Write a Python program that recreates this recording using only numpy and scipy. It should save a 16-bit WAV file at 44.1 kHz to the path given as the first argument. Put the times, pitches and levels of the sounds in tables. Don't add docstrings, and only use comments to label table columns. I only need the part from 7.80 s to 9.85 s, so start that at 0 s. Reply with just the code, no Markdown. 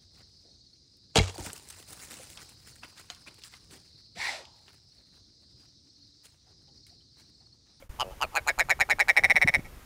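import sys
import numpy as np
from scipy import signal
from scipy.fft import rfft, irfft, next_fast_len
from scipy.io import wavfile
from scipy.ndimage import uniform_filter1d, map_coordinates

SR = 44100
rng = np.random.default_rng(int(sys.argv[2]) if len(sys.argv) > 2 else 0)


def voltage_ratio(decibels):
    exponent = np.asarray(decibels, float) / 20
    return 10 ** exponent


def unload_wav(signal):
    wavfile.write(
        sys.argv[1],
        SR,
        np.round(np.clip(np.atleast_2d(signal).T, -1, 1) * 32767).astype(np.int16),
    )


N = 90404

# (frequency [Hz], level [dB])
HISS_COLOR = [(150, -9), (300, -3), (600, -4), (1200, -1), (2000, -5), (4000, -11), (16000, -14.5)]
# (frequency [Hz], level [dB])
RUMBLE_COLOR = [(15, 0.5), (40, 3.5), (100, -2.5), (250, -14), (600, -20.5), (1500, -62)]
# (time [s], level [dB])
GUSTS = [
    (0, 1.5),
    (.12, 4),
    (.3, 0),
    (.6, -2.5),
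    (.9, 4.5),
    (1.05, 1.5),
    (1.3, -1),
    (1.66, 6),
    (1.8, 6.5),
    (2.05, 0.5),
]
# (time [s], level [dB],
# frequency [Hz], length [cycles])
LOW_BUMPS = [(0.096, -31.5, 44.6, 0.62), (.875, -46, 109, 3.8), (1.137, -35.5, 145, 1.14),
             (1.442, -40.5, 199, 1.54), (1.497, -36, 204, 1.64), (1.546, -32, 173, 1.7),
             (1.646, -19.5, 146, 1.54), (1.657, -28.5, 292, 2.44), (1.693, -30.5, 142, 1.7),
             (1.766, -33, 227, 1.9), (1.792, -26.5, 200, 1.03)]
# (time [s], level [dB])
OPENING_FADE = [
    (0, -4.5),
    (.04, -7.5),
    (.075, -17.5),
    (0.09, -32),
    (0.095, -3),
]
# (frequency [Hz], level [dB], time to fall 60 dB [s])
CLUCK_TONES = [(542, -0.5, .05), (2240, -3, 0.023), (1480, -14, 0.017), (3280, -11, .02)]
# (time of first full pulse [s], level [dB], shortest pulse gap [ms], length [pulses])
CROAK_EVENTS = [(0.198, -23, 6.1, 5.6), (0.4139, -21.5, 5.96, 6.2), (0.5528, -19, 5.6, 6.88),
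                (0.6748, -17, 4.92, 6.9), (.7880, -17.5, 5.0, 6.9), (0.8953, -18, 4.77, 6.85),
                (0.9997, -18.5, 4.57, 6.83), (1.0982, -18, 4.35, 7.06), (1.1938, -18, 4.45, 6.93),
                (1.2836, -18, 4.54, 6.68), (1.3662, -17.5, 4.25, 6.26), (1.4367, -17.5, 4.5, 5.8),
                (1.4987, -17, 4.25, 5.46), (1.5570, -17.5, 4.5, 5.16), (1.6154, -17.5, 4.52, 5.0),
                (1.6751, -17.5, 4.63, 4.9), (1.7394, -18.5, 4.87, 4.9)]
# (time [s], stretch [0-1])
NECK_STRETCH = [
    (.2, 0),
    (.41, 0.04),
    (.46, 0.88),
    (.55, 0.76),
    (.6, 1),
    (2, 1),
]
# (time [s], opening at first pulse [0-1], opening reached [0-1], lead-in pulse level [dB],
# change of the seventh resonance [dB])
BEAK_MOVES = [
    (.2, 0, 0.18, -9.5, -1.5),
    (.41, 0, 0.31, -8.5, -1),
    (.55, 0, 0.59, -4.5, 2.5),
    (.68, .08, 0.8, -4, 4.5),
    (.9, 0.31, 0.94, -5.5, 4),
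    (1.1, 0.4, 0.96, -2, 1),
    (1.29, 0.57, 0.99, -7, -2),
    (1.4, 1, 0.99, -9.5, -30),
    (1.75, 0.94, 1, -13.5, -29),
]
# (frequency with short neck [Hz], frequency with long neck [Hz],
# shift with open beak [Hz], shift late in a croak [Hz], width [Hz])
RESONANCES = [(870, 830, -50, -190, 125), (1150, 1200, 800, -150, 135), (3000, 2420, -140, -100, 105),
              (5000, 4250, -400, -130, 170), (3500, 3650, 1900, -30, 220), (6300, 5950, -50, -50, 350),
              (7100, 6850, -100, -30, 130), (9000, 7700, 1000, 0, 200), (10300, 10100, 300, 0, 400),
              (12300, 11800, 600, 0, 300), (14300, 14000, 0, 0, 900)]
# (level with short neck [dB], level with long neck [dB],
# change with open beak [dB], change late in a croak [dB])
RESONANCE_LEVELS = [(5, 0, -3.5, 3.5), (3.5, -3, 13.5, -3), (2, -7.5, 17.5, -1.5), (-3.5, -7, 1, -4),
                    (-39, -15.5, 11, -2.5), (-3, -11.5, -12, -18), (-14.5, -9.5, -2, -30),
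                    (-17, -16, 3, -17), (-14, -15, -0.5, -8), (-21, -10.5, -12.5, -1), (-25, -25, -4, -8)]
# (frequency [Hz], level [dB])
PUFF_COLOR = [(1000, -13), (3000, -16), (8000, 9), (16000, 4)]
# (delay [s], level [dB], time to fall 60 dB [s])
GROUND_ECHOES = [
    (.006, -31, 0.096),
    (.043, -43, .03),
    (.108, -33, 0.021),
]
# (frequency [Hz], level [dB])
ECHO_COLOR = [(300, 21.5), (1500, 3), (3000, 2.5), (8000, 7)]
# (frequency [Hz], level [dB])
MIC_TOP = [(15500, 2.5), (16000, -18), (17000, -30)]

HISS_DB, RUMBLE_DB = -55, -49.5
NOTCH_HZ, NOTCH_WIDTH_HZ, NOTCH_DB = 7750, 170, -6
FAR_CLUCK_S, FAR_CLUCK_DB = 0.0235, -42

LEAD_MS, START_MS, START_PULSES, TIRE_MS, TIRE_PULSES = 8, 1.9, 0.8, 2.4, 1.0
SWELL_DB, SWELL_PULSES, FADE_DB, FADE_POWER = 4.5, 0.27, 10, 2.43
GAPE_PULSES = 1.71
SAG_AT, SAG_WIDTH = 0.55, 0.033
JITTER_MS, SCATTER_DB, SCATTER_HZ = 0.1, 0.8, 0.006
ONSET_MS, PUFF_DB, PUFF_MS = 0.15, -17.5, 3.2
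ROUGH_FROM_HZ, ROUGH = 4400, 0.55
LEAD_DULL_DB = 7.5
BODY_CUT_HZ = 320
CREAK_S, CREAK_GAP_MS = 0.2445, 10.7
CREAK_DB, CREAK_FADE_DB, CREAK_DULL_DB = -40, 0.7, 3


def unit(x):
    return x / np.sqrt(np.mean(x ** 2) + 1e-20)


def along(points, hz):
    f, v = np.transpose(points)
    return np.interp(np.log(hz + 1), np.log(f + 1), v)


def filtered(x, response):
    m = next_fast_len(x.shape[-1] + 8192)
    spectrum = rfft(x, m) * response(np.fft.rfftfreq(m, 1 / SR))
    return irfft(spectrum, m)[..., :x.shape[-1]]


def wobble(rate):
    knots = rng.standard_normal(int(N * rate / SR) + 4)
    return map_coordinates(knots, [np.arange(N) * rate / SR])


def add(track, s, sound):
    part = track[max(round(s * SR), 0):][:len(sound)]
    part += sound[:len(part)]


def hiss():
    def response(f):
        dip_db = NOTCH_DB * np.exp(-((f - NOTCH_HZ) / NOTCH_WIDTH_HZ) ** 2)
        return voltage_ratio(along(HISS_COLOR, f) + dip_db)

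    level = voltage_ratio(HISS_DB + 0.21 * wobble(5.2))
    return level * unit(filtered(rng.standard_normal(N), response))


def wind():
    noise = rng.standard_normal(N)
    rumble = unit(filtered(noise, lambda f: voltage_ratio(along(RUMBLE_COLOR, f)) * (f > 12)))
    lumps = voltage_ratio(1.76 * wobble(14) + 3.5 * wobble(40.38))
    gust_db = np.interp(np.arange(N) / SR, *np.transpose(GUSTS))
    out = voltage_ratio(RUMBLE_DB + gust_db) * unit(rumble * lumps)
    for s, db, hz, cycles in LOW_BUMPS:
        turn = np.arange(int(SR * cycles / hz)) * hz / SR
        swell = np.sin(np.pi * turn / cycles)
        push = -np.sign(cycles - 0.7)
        add(out, s, push * voltage_ratio(db) * np.sin(2 * np.pi * turn) * swell)
    return out


def far_cluck():
    out, t = np.zeros(N), np.arange(SR // 20) / SR
    ring = sum(voltage_ratio(db - 60 * t / t60) * np.sin(2 * np.pi * hz * t) for hz, db, t60 in CLUCK_TONES)
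    onset = 1 - np.exp(-t / 0.0014)
    add(out, FAR_CLUCK_S, voltage_ratio(FAR_CLUCK_DB) * ring * onset)
    return out


def throat_pulse(neck, gape, late, dull_db, seventh_db, luck):
    t = np.arange(1024) / SR
    count = len(RESONANCES)
    short, long, shift, sag, width = np.transpose(RESONANCES)[..., None]
    short_db, long_db, open_db, late_db = np.transpose(RESONANCE_LEVELS)[..., None]

    hz = short + neck * (long - short) + gape * shift + late * sag
    hz = hz * (1 + SCATTER_HZ * luck[:count, None])
    db = short_db + neck * (long_db - short_db) + gape * open_db + late * late_db
    db = db + SCATTER_DB * luck[count:2 * count, None]
    db[6] += seventh_db
    db -= dull_db * np.log2(hz / hz[0])

    shake = uniform_filter1d(rng.standard_normal((count, len(t))), size=40, axis=1) * np.sqrt(40)
    turn = 2 * np.pi * hz * t + ROUGH * shake * (hz > ROUGH_FROM_HZ)
    sign = (-1) ** np.arange(count)[:, None]
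    ring = (sign * voltage_ratio(db) * np.exp(-np.pi * width * t) * np.sin(turn)).sum(0)

    air = unit(filtered(rng.standard_normal(len(t)), lambda f: voltage_ratio(along(PUFF_COLOR, f))))
    puff = air * np.exp(-1000 * t / PUFF_MS)
    puff_level = voltage_ratio(PUFF_DB + late * late_db[-1] - 2 * dull_db)
    onset = 1 - np.exp(-1000 * t / ONSET_MS)
    return (ring + puff_level * puff) * onset


def croaks():
    out, k = np.zeros(N), np.arange(8)
    when, *beak = np.transpose(BEAK_MOVES)
    dull = np.r_[LEAD_DULL_DB, 0 * k]
    for s, db, shortest, length in CROAK_EVENTS:
        luck = rng.standard_normal((9, 24))
        first, reached, lead_db, seventh_db = (np.interp(s, when, column) for column in beak)

        quicken = START_MS * np.exp(-k / START_PULSES)
        tire = TIRE_MS * np.exp(np.minimum(k + 2 - length, 0) / TIRE_PULSES)
        gaps = shortest + quicken + tire + JITTER_MS * luck[1:, -1]
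        times = s + np.r_[-LEAD_MS, 0, np.cumsum(gaps)[:-1]] / 1000

        level = -SWELL_DB * np.exp(-k / SWELL_PULSES) - FADE_DB * (k / (length - 1)) ** FADE_POWER
        level = level - 40 * np.maximum(k + 1 - length, 0)
        level = db + np.r_[level[0] + lead_db, level] + SCATTER_DB * luck[:, -2]

        opening = reached + (first - reached) * np.exp(-(k / GAPE_PULSES) ** 1.5)
        gape = np.r_[first * 0.6, opening]
        late = np.r_[0, 1 / (1 + np.exp((SAG_AT - k / length) / SAG_WIDTH))]
        for i, at in enumerate(times):
            neck = np.interp(at, *np.transpose(NECK_STRETCH))
            sound = throat_pulse(neck, gape[i], late[i], dull[i], seventh_db, luck[i])
            add(out, at, voltage_ratio(level[i]) * sound)

    for j, luck in enumerate(rng.standard_normal((7, 24))):
        level = voltage_ratio(CREAK_DB - CREAK_FADE_DB * j + luck[-1])
        sound = throat_pulse(0.44, -0.039, 1.58, CREAK_DULL_DB, 0, luck)
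        add(out, CREAK_S + j * CREAK_GAP_MS / 1000, level * sound)
    return signal.sosfilt(signal.butter(4, BODY_CUT_HZ, "high", fs=SR, output="sos"), out)


def ground(x):
    answer, t = np.zeros(SR // 4), np.arange(SR // 8) / SR
    for delay, db, t60 in GROUND_ECHOES:
        burst = rng.standard_normal(len(t)) * voltage_ratio(-60 * t / t60)
        add(answer, delay, voltage_ratio(db) * burst / np.linalg.norm(burst))
    echo = signal.fftconvolve(x, answer)[:N]
    return filtered(echo, lambda f: voltage_ratio(along(ECHO_COLOR, f)))


def scene():
    bird = croaks()
    fade = voltage_ratio(np.interp(np.arange(N) / SR, *np.transpose(OPENING_FADE)))
    place = bird + ground(bird) + wind() + hiss()
    return (place * fade + far_cluck())[None]


def band_limit(x):
    return signal.sosfilt(signal.butter(12, 16980, fs=SR, output="sos"), x)


def record(dry):
    mix = filtered(dry, lambda f: voltage_ratio(along(MIC_TOP, f)))
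    return band_limit(mix)


dry = scene()
out = record(dry)
unload_wav(out)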